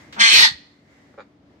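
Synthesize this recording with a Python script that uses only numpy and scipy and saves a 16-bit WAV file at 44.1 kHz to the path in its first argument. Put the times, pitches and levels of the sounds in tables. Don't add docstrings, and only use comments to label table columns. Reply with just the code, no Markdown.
import sys
import numpy as np
from scipy import signal
from scipy.fft import rfft, irfft
from scipy.io import wavfile
from scipy.ndimage import uniform_filter1d, minimum_filter1d

SR = 44100
rng = np.random.default_rng(int(sys.argv[2]) if len(sys.argv) > 2 else 0)


def store_wav(level_fs):
    pcm = np.round(np.clip(np.atleast_2d(level_fs), -1, 1) * 32767)
    wavfile.write(sys.argv[1], SR, pcm.T.astype(np.int16))


N = 70560
TIME = np.arange(N) / SR

START_S, ATTACK_S, END_S, RELEASE_S = .157, .052, .45, .059
PITCH_HZ, SAG_HZ_PER_S, WAVER_HZ = 233.15, -55.5, 1.5
PART_S, PART_LEN_S = .181, .017
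BREAK_S, BREAK_LEN_S = .322, .032
OPEN_S, OPEN_LEN_S = .355, .063
LEFT_LAG_S = .00035

# (frequency [Hz], level [dB], left-right likeness [0-1])
RUMBLE_TONE = [(20, -37, .9), (44.3, -15, .9), (78, 0.5, .9), (128, -1, 1), (284.7, 1.5, 0.9),
               (464, -9, 0.75), (556, -6.5, .64), (1010, -16, 0.018), (5064, -30, 0), (9350, -48.5, .1),
               (15500, -55.5, 0)]
# (time [s], level [dB])
RUMBLE_RIDE = [(0, -51.5), (.15, -49.5), (.75, -58.5), (1.05, -54.5), (1.4, -57.5), (1.48, -54),
               (1.6, -54.5)]
# (frequency [Hz], level [dB])
HISS_TONE = [(300, -15.5), (800, -1), (1500, -2.5), (2080, 6), (2450, -8), (7000, -14.5), (9500, -27),
             (15000, -32.5)]
# (time [s], level [dB])
HISS_RIDE = [(0, -49), (.11, -56), (.84, -66), (.92, -58.5), (1.13, -62), (1.44, -80), (1.53, -68),
             (1.6, -75.5)]
# (frequency [Hz], level [dB])
SCUFF_TONE = [(100, -11), (700, -7), (1700, 2.5), (3700, 1), (8000, -14), (10000, -28.5)]
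# (time [s], length [s], starting pitch [Hz], glide [share of pitch], level [dB])
LOW_THUMPS = [(0.156, 0.11, 220.6, -0.092, -35), (.46, 0.034, 226, -0.11, -46),
              (.509, 0.019, 195, -0.66, -38), (.525, 0.054, 89, -0.33, -49)]
# (frequency [Hz], level [dB])
SHUT_TONE = [(60, -35), (300, -14.5), (900, 0), (1400, 2), (3500, -22.5), (15500, -56.5)]
# (frequency [Hz], level [dB])
HALF_OPEN_TONE = [(100, -40), (520, -40.5), (700, -25), (920, -21.5), (1350, -13), (1650, -13),
                  (2100, -3.5), (2750, -5.5), (3050, 2), (3750, -5), (4300, 2.5), (4800, -15.5),
                  (5300, -10.5), (6300, -10), (7100, -19.5), (8100, -15), (9700, -30.5), (15500, -49)]
# (frequency [Hz], level [dB])
WIDE_OPEN_TONE = [(100, -43.5), (680, -37), (830, -8), (1600, -8), (1900, -2), (2400, -5.5), (3600, 0),
                  (4400, 6), (5000, -5), (5750, -11), (6200, -12.5), (7100, -19), (8000, -19),
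                  (9500, -29.5), (15500, -38.5)]
# (time [s], frequency [Hz], level [dB])
FORMANT_SWEEP = [(.225, 2150, -6), (.28, 2340, -13), (.335, 2476, -6.5), (.385, 2360, -19.5),
                 (.43, 2080, -18), (.47, 1905, -3)]
# (frequency [Hz], leftward lean [dB])
STEREO_EQ = [(200, 3.5), (900, 6), (1250, -4.5), (2150, 2.5), (3600, 0.5), (4300, -6.5), (6300, 3.5),
             (7100, -5), (8100, 6), (10000, 1.5)]
# (frequency [Hz], t60 [s])
ROOM_DECAY = [(200, .5), (1000, 0.41), (2000, 0.52), (4500, .54), (14000, .33)]
# (harmonic [number], level [dB], left minus right [dB])
BUZZ_PARTIALS = [(3, -31, 11), (4, -19, 3.5), (5, -19.5, -11.5), (7, -9, -2.5), (8, -14, 2), (9, -12.5, 11),
                 (10, -12, 7.5), (11, -19, 2), (15, -13, 1.5)]
# (frequency [Hz], half-open level [dB], wide-open level [dB], left minus right [dB])
BEAK_MODES = [(1950, -17, -13, 5.5), (3131, -17, -28, -6), (3602, -24, -14.5, -2), (4057, -26, -11.5, 3),
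              (4294, -16, -12, -9.5), (4570, -25, -15, -5.5), (5270, -17.5, -15, 2), (6215, -22, -20, -6)]
# (frequency [Hz], level [dB])
CRACKLE_TONE = [(30, -38.5), (90, 0), (400, 5), (1500, -4.5), (9000, -4.5), (15500, -9.5)]
# (time [s], level [dB], treble tilt [dB/decade])
CREAK_SLIPS = [(1.1413, -30.5, -11), (1.1772, -27, -24), (1.181, -21.5, -16), (1.186, -16.5, -12),
               (1.1952, -15.5, -8), (1.2003, -29.5, -8), (1.205, -17.5, 7.5), (1.2108, -25.5, 4),
               (1.215, -23.5, 2), (1.2223, -32, 18), (1.2245, -39, 13)]
# (frequency [Hz], level [dB], t60 [s])
BODY_MODES = [(534, -19, 0.021), (818, -27, 0.039), (1323, -9, 0.0074), (2310, -25, .0135),
              (3660, -24, 0.0061), (4640, -35, .01), (6800, -38.5, 0.026)]


def amp(db):
    return 10 ** (np.asarray(db) / 20)


def unit(x):
    return x / np.sqrt(np.mean(x ** 2) + 1e-20)


def pan(lean_db):
    return amp([[lean_db / 2], [-lean_db / 2]])


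def ramp(start, length):
    return np.clip((TIME - start) / length, 0, 1)


def drift(samples):
    return unit(uniform_filter1d(rng.standard_normal(N), size=samples))


def read(points, hz, column=1):
    table = np.transpose(points)
    return np.interp(np.log(hz + 1), np.log(table[0] + 1), table[column])


def colour(x, points, share=1):
    hz = abs(np.fft.fftfreq(4096, 1 / SR))
    log_gain = np.log(amp(share * read(points, hz)))
    response = np.exp(np.conj(signal.hilbert(log_gain)))
    taps = np.fft.ifft(response).real[:len(hz) // 2]
    return signal.fftconvolve(np.atleast_2d(x), taps[None], axes=1)[:, :N]


def noise(points):
    return unit(colour(rng.standard_normal((2, N)), points))


def resonate(x, hz, width_hz):
    carrier = np.exp(2j * np.pi * np.cumsum(hz) / SR)
    r = np.exp(-np.pi * width_hz / SR)
    return unit((carrier * signal.lfilter([(1 - r) ** 2], [1, -2 * r, r * r], x / carrier)).real)


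def echoes(x, t60s):
    hz, t, bands = signal.stft(rng.standard_normal((2, SR)), SR, nperseg=256)
    tail = signal.istft(bands * amp(-60 * t / read(t60s, hz)[:, None]), SR)[1]
    tail[:, :SR // 1000] = 0
    tail /= np.linalg.norm(tail, axis=1, keepdims=True)
    return signal.fftconvolve(x, tail, axes=1)[:, :N]


def room_tone(hum_hz=286.7, waver_hz=4):
    hz = np.fft.rfftfreq(N, 1 / SR)
    left, unrelated = rfft(rng.standard_normal((2, N))) * amp(read(RUMBLE_TONE, hz))
    likeness = read(RUMBLE_TONE, hz, column=2)
    right = likeness * left + np.sqrt(1 - likeness ** 2) * unrelated
    rumble = amp(np.interp(TIME, *np.transpose(RUMBLE_RIDE))) * unit(irfft([left, right], N))
    hum = amp(-61.5) * unit(np.sin(2 * np.pi * np.cumsum(hum_hz + waver_hz * drift(5000)) / SR))
    hiss = amp(np.interp(TIME, *np.transpose(HISS_RIDE))) * noise(HISS_TONE)
    return (rumble + hum) * pan(1.2) + hiss


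def scuff(start_s=.1255, t60_s=.3):
    age = np.maximum(TIME - start_s, 0)
    return amp(-39) * noise(SCUFF_TONE) * ramp(start_s, .00021) * amp(-60 * age / t60_s)


def thumps():
    out = np.zeros(N)
    for start, length, hz, glide, db in LOW_THUMPS:
        progress = ramp(start, length)
        turns = hz * length * (progress + glide * progress ** 2 / 2)
        out += amp(db) * np.sin(np.pi * progress) ** 2 * np.sin(2 * np.pi * turns)
    return out


def squawk(cage_db=2.5, crossfade_hz=2):
    sag = SAG_HZ_PER_S * np.clip(TIME - START_S, 0, BREAK_S - START_S)
    turns = np.cumsum(PITCH_HZ + WAVER_HZ * drift(500) + sag) / SR
    rasp = ramp(BREAK_S - BREAK_LEN_S / 2, BREAK_LEN_S)
    effort_db = -11.5 - 33 * (1 - ramp(START_S, ATTACK_S)) + 3 * rasp - 32.5 * ramp(END_S, RELEASE_S)
    effort = amp(effort_db) * ramp(START_S, .004) * (1 - ramp(END_S + RELEASE_S, .048))
    source = syrinx(turns, rasp)
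    lag = np.exp(-2j * np.pi * np.fft.rfftfreq(N, 1 / SR) * LEFT_LAG_S)
    drive = np.array([irfft(rfft(source) * lag, N), source])
    left, right = amp(-1) * effort * throat(drive)
    direct = np.vstack([colour(left, STEREO_EQ, share=.94), colour(right, STEREO_EQ, share=-.5)])
    crossfade = 2 * np.pi * crossfade_hz * TIME
    reflected = cage(direct * np.cos(crossfade)) + cage(direct * np.sin(crossfade))
    caged = (direct + amp(cage_db) * reflected) / np.hypot(1, amp(cage_db))
    return caged + effort * (buzz_partials(turns) + beak_rings(drive))


def syrinx(turns, rasp, shimmer_db=1.5, puff_cycles=.29):
    onsets = np.flatnonzero(np.diff(np.floor(turns)))
    timing, strength = rng.standard_normal((N, 2))[:len(onsets)].T
    jitter_cycles = np.interp(rasp[onsets], [0, 1], [.014, .2])
    onsets += np.round(timing * jitter_cycles * SR / PITCH_HZ).astype(int)
    pulses = np.zeros(N)
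    pulses[np.clip(onsets, 0, N - 1)] = amp(shimmer_db * strength)
    puffs = unit(np.exp(-(turns % 1) / puff_cycles) * rng.standard_normal(N))
    air = np.interp(rasp, [0, 1], [.55, .41])
    return ((1 - air) * unit(pulses - pulses.mean()) + air * puffs) / np.hypot(air, 1 - air)


def beak_opening():
    return ramp(PART_S, PART_LEN_S) ** 2, ramp(OPEN_S - OPEN_LEN_S / 2, OPEN_LEN_S)


def throat(drive, closing_hz=847):
    parted, wide = beak_opening()
    shut, half, full = (unit(colour(drive, eq)) for eq in (SHUT_TONE, HALF_OPEN_TONE, WIDE_OPEN_TONE))
    times, hz, db = np.transpose(FORMANT_SWEEP)
    formant = resonate(drive, np.interp(TIME, times, hz), width_hz=510)
    formant *= amp(np.interp(TIME, times, db))
    closing = amp(-15) * ramp(.4304, .032) * resonate(drive, np.full(N, closing_hz), width_hz=310)
    closing = signal.lfilter(*signal.butter(5, 740, "highpass", fs=SR), closing)
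    return (1 - parted) * shut + parted * ((1 - wide) * half + wide * full + formant + closing)


def cage(x):
    return echoes(x, t60s=[(900, .092), (3000, .13)])


def buzz_partials(turns):
    ear_turns = turns - np.array([[LEFT_LAG_S * PITCH_HZ], [0]])
    out = np.zeros((2, N))
    for harmonic, db, lean_db in BUZZ_PARTIALS:
        out += amp(db) * pan(lean_db) * unit(np.sin(2 * np.pi * (harmonic * ear_turns + rng.random())))
    return out * ramp(PART_S - .008, .033) * (1 - ramp(.24, .11))


def beak_rings(drive, waver=.0053, sink=.02446):
    parted, wide = beak_opening()
    tuning = 1 + waver * drift(700) - sink * ramp(OPEN_S, END_S - OPEN_S)
    out = np.zeros((2, N))
    for hz, half_db, wide_db, lean_db in BEAK_MODES:
        gain = amp(half_db + (wide_db - half_db) * wide)
        out += gain * pan(lean_db) * resonate(drive, hz * tuning, width_hz=135)
    return parted * out


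def crackle(start_s=.32, length_s=.108):
    gate = ramp(start_s, .012) * (1 - ramp(start_s + length_s, .024))
    return amp(-27.5) * noise(CRACKLE_TONE) * gate


def creaking_bump(pivot_hz=1200, rise_s=.00048, scrape_t60_s=.053):
    t, out = np.arange(SR // 10) / SR, np.zeros((2, N))
    friction_band = signal.butter(1, [450, 1580], "bandpass", fs=SR)
    attack = 1 - np.exp(-t / rise_s)
    for start, level_db, tilt_db in CREAK_SLIPS:
        ring = np.zeros(len(t))
        for k, (hz, db, t60) in enumerate(BODY_MODES):
            envelope = amp(db + tilt_db * np.log10(hz / pivot_hz) - 60 * t / t60)
            ring += (-1) ** k * envelope * np.sin(2 * np.pi * hz * t)
        grit = signal.lfilter(*friction_band, rng.standard_normal((2, len(t))))
        scrape = grit * amp(-25.5 - 60 * t / scrape_t60_s)
        at = round(start * SR)
        out[:, at:at + len(t)] += amp(level_db) * (ring + scrape) * attack
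    out = signal.lfilter(*signal.butter(4, 5100, fs=SR), out)
    out = signal.lfilter(*signal.butter(2, 220, "highpass", fs=SR), out)
    return out + amp(-2) * cage(out) + amp(-23.5) * echoes(out, ROOM_DECAY)


def scene():
    call = squawk()
    reverb = amp(-26.5) * colour(echoes(call, ROOM_DECAY), [(2000, 1), (8000, -1)])
    return call + reverb + crackle() + thumps() + scuff() + creaking_bump() + room_tone()


def record(dry, top_hz=15750):
    gain = np.minimum(1, 1 / (abs(dry) + 1e-9))
    limited = dry * uniform_filter1d(minimum_filter1d(gain, size=41), size=41)
    lowpass = signal.firwin(511, top_hz, window=("kaiser", 9), fs=SR)
    return signal.oaconvolve(limited, lowpass[None], "same")


dry = scene()
out = record(dry)
store_wav(out)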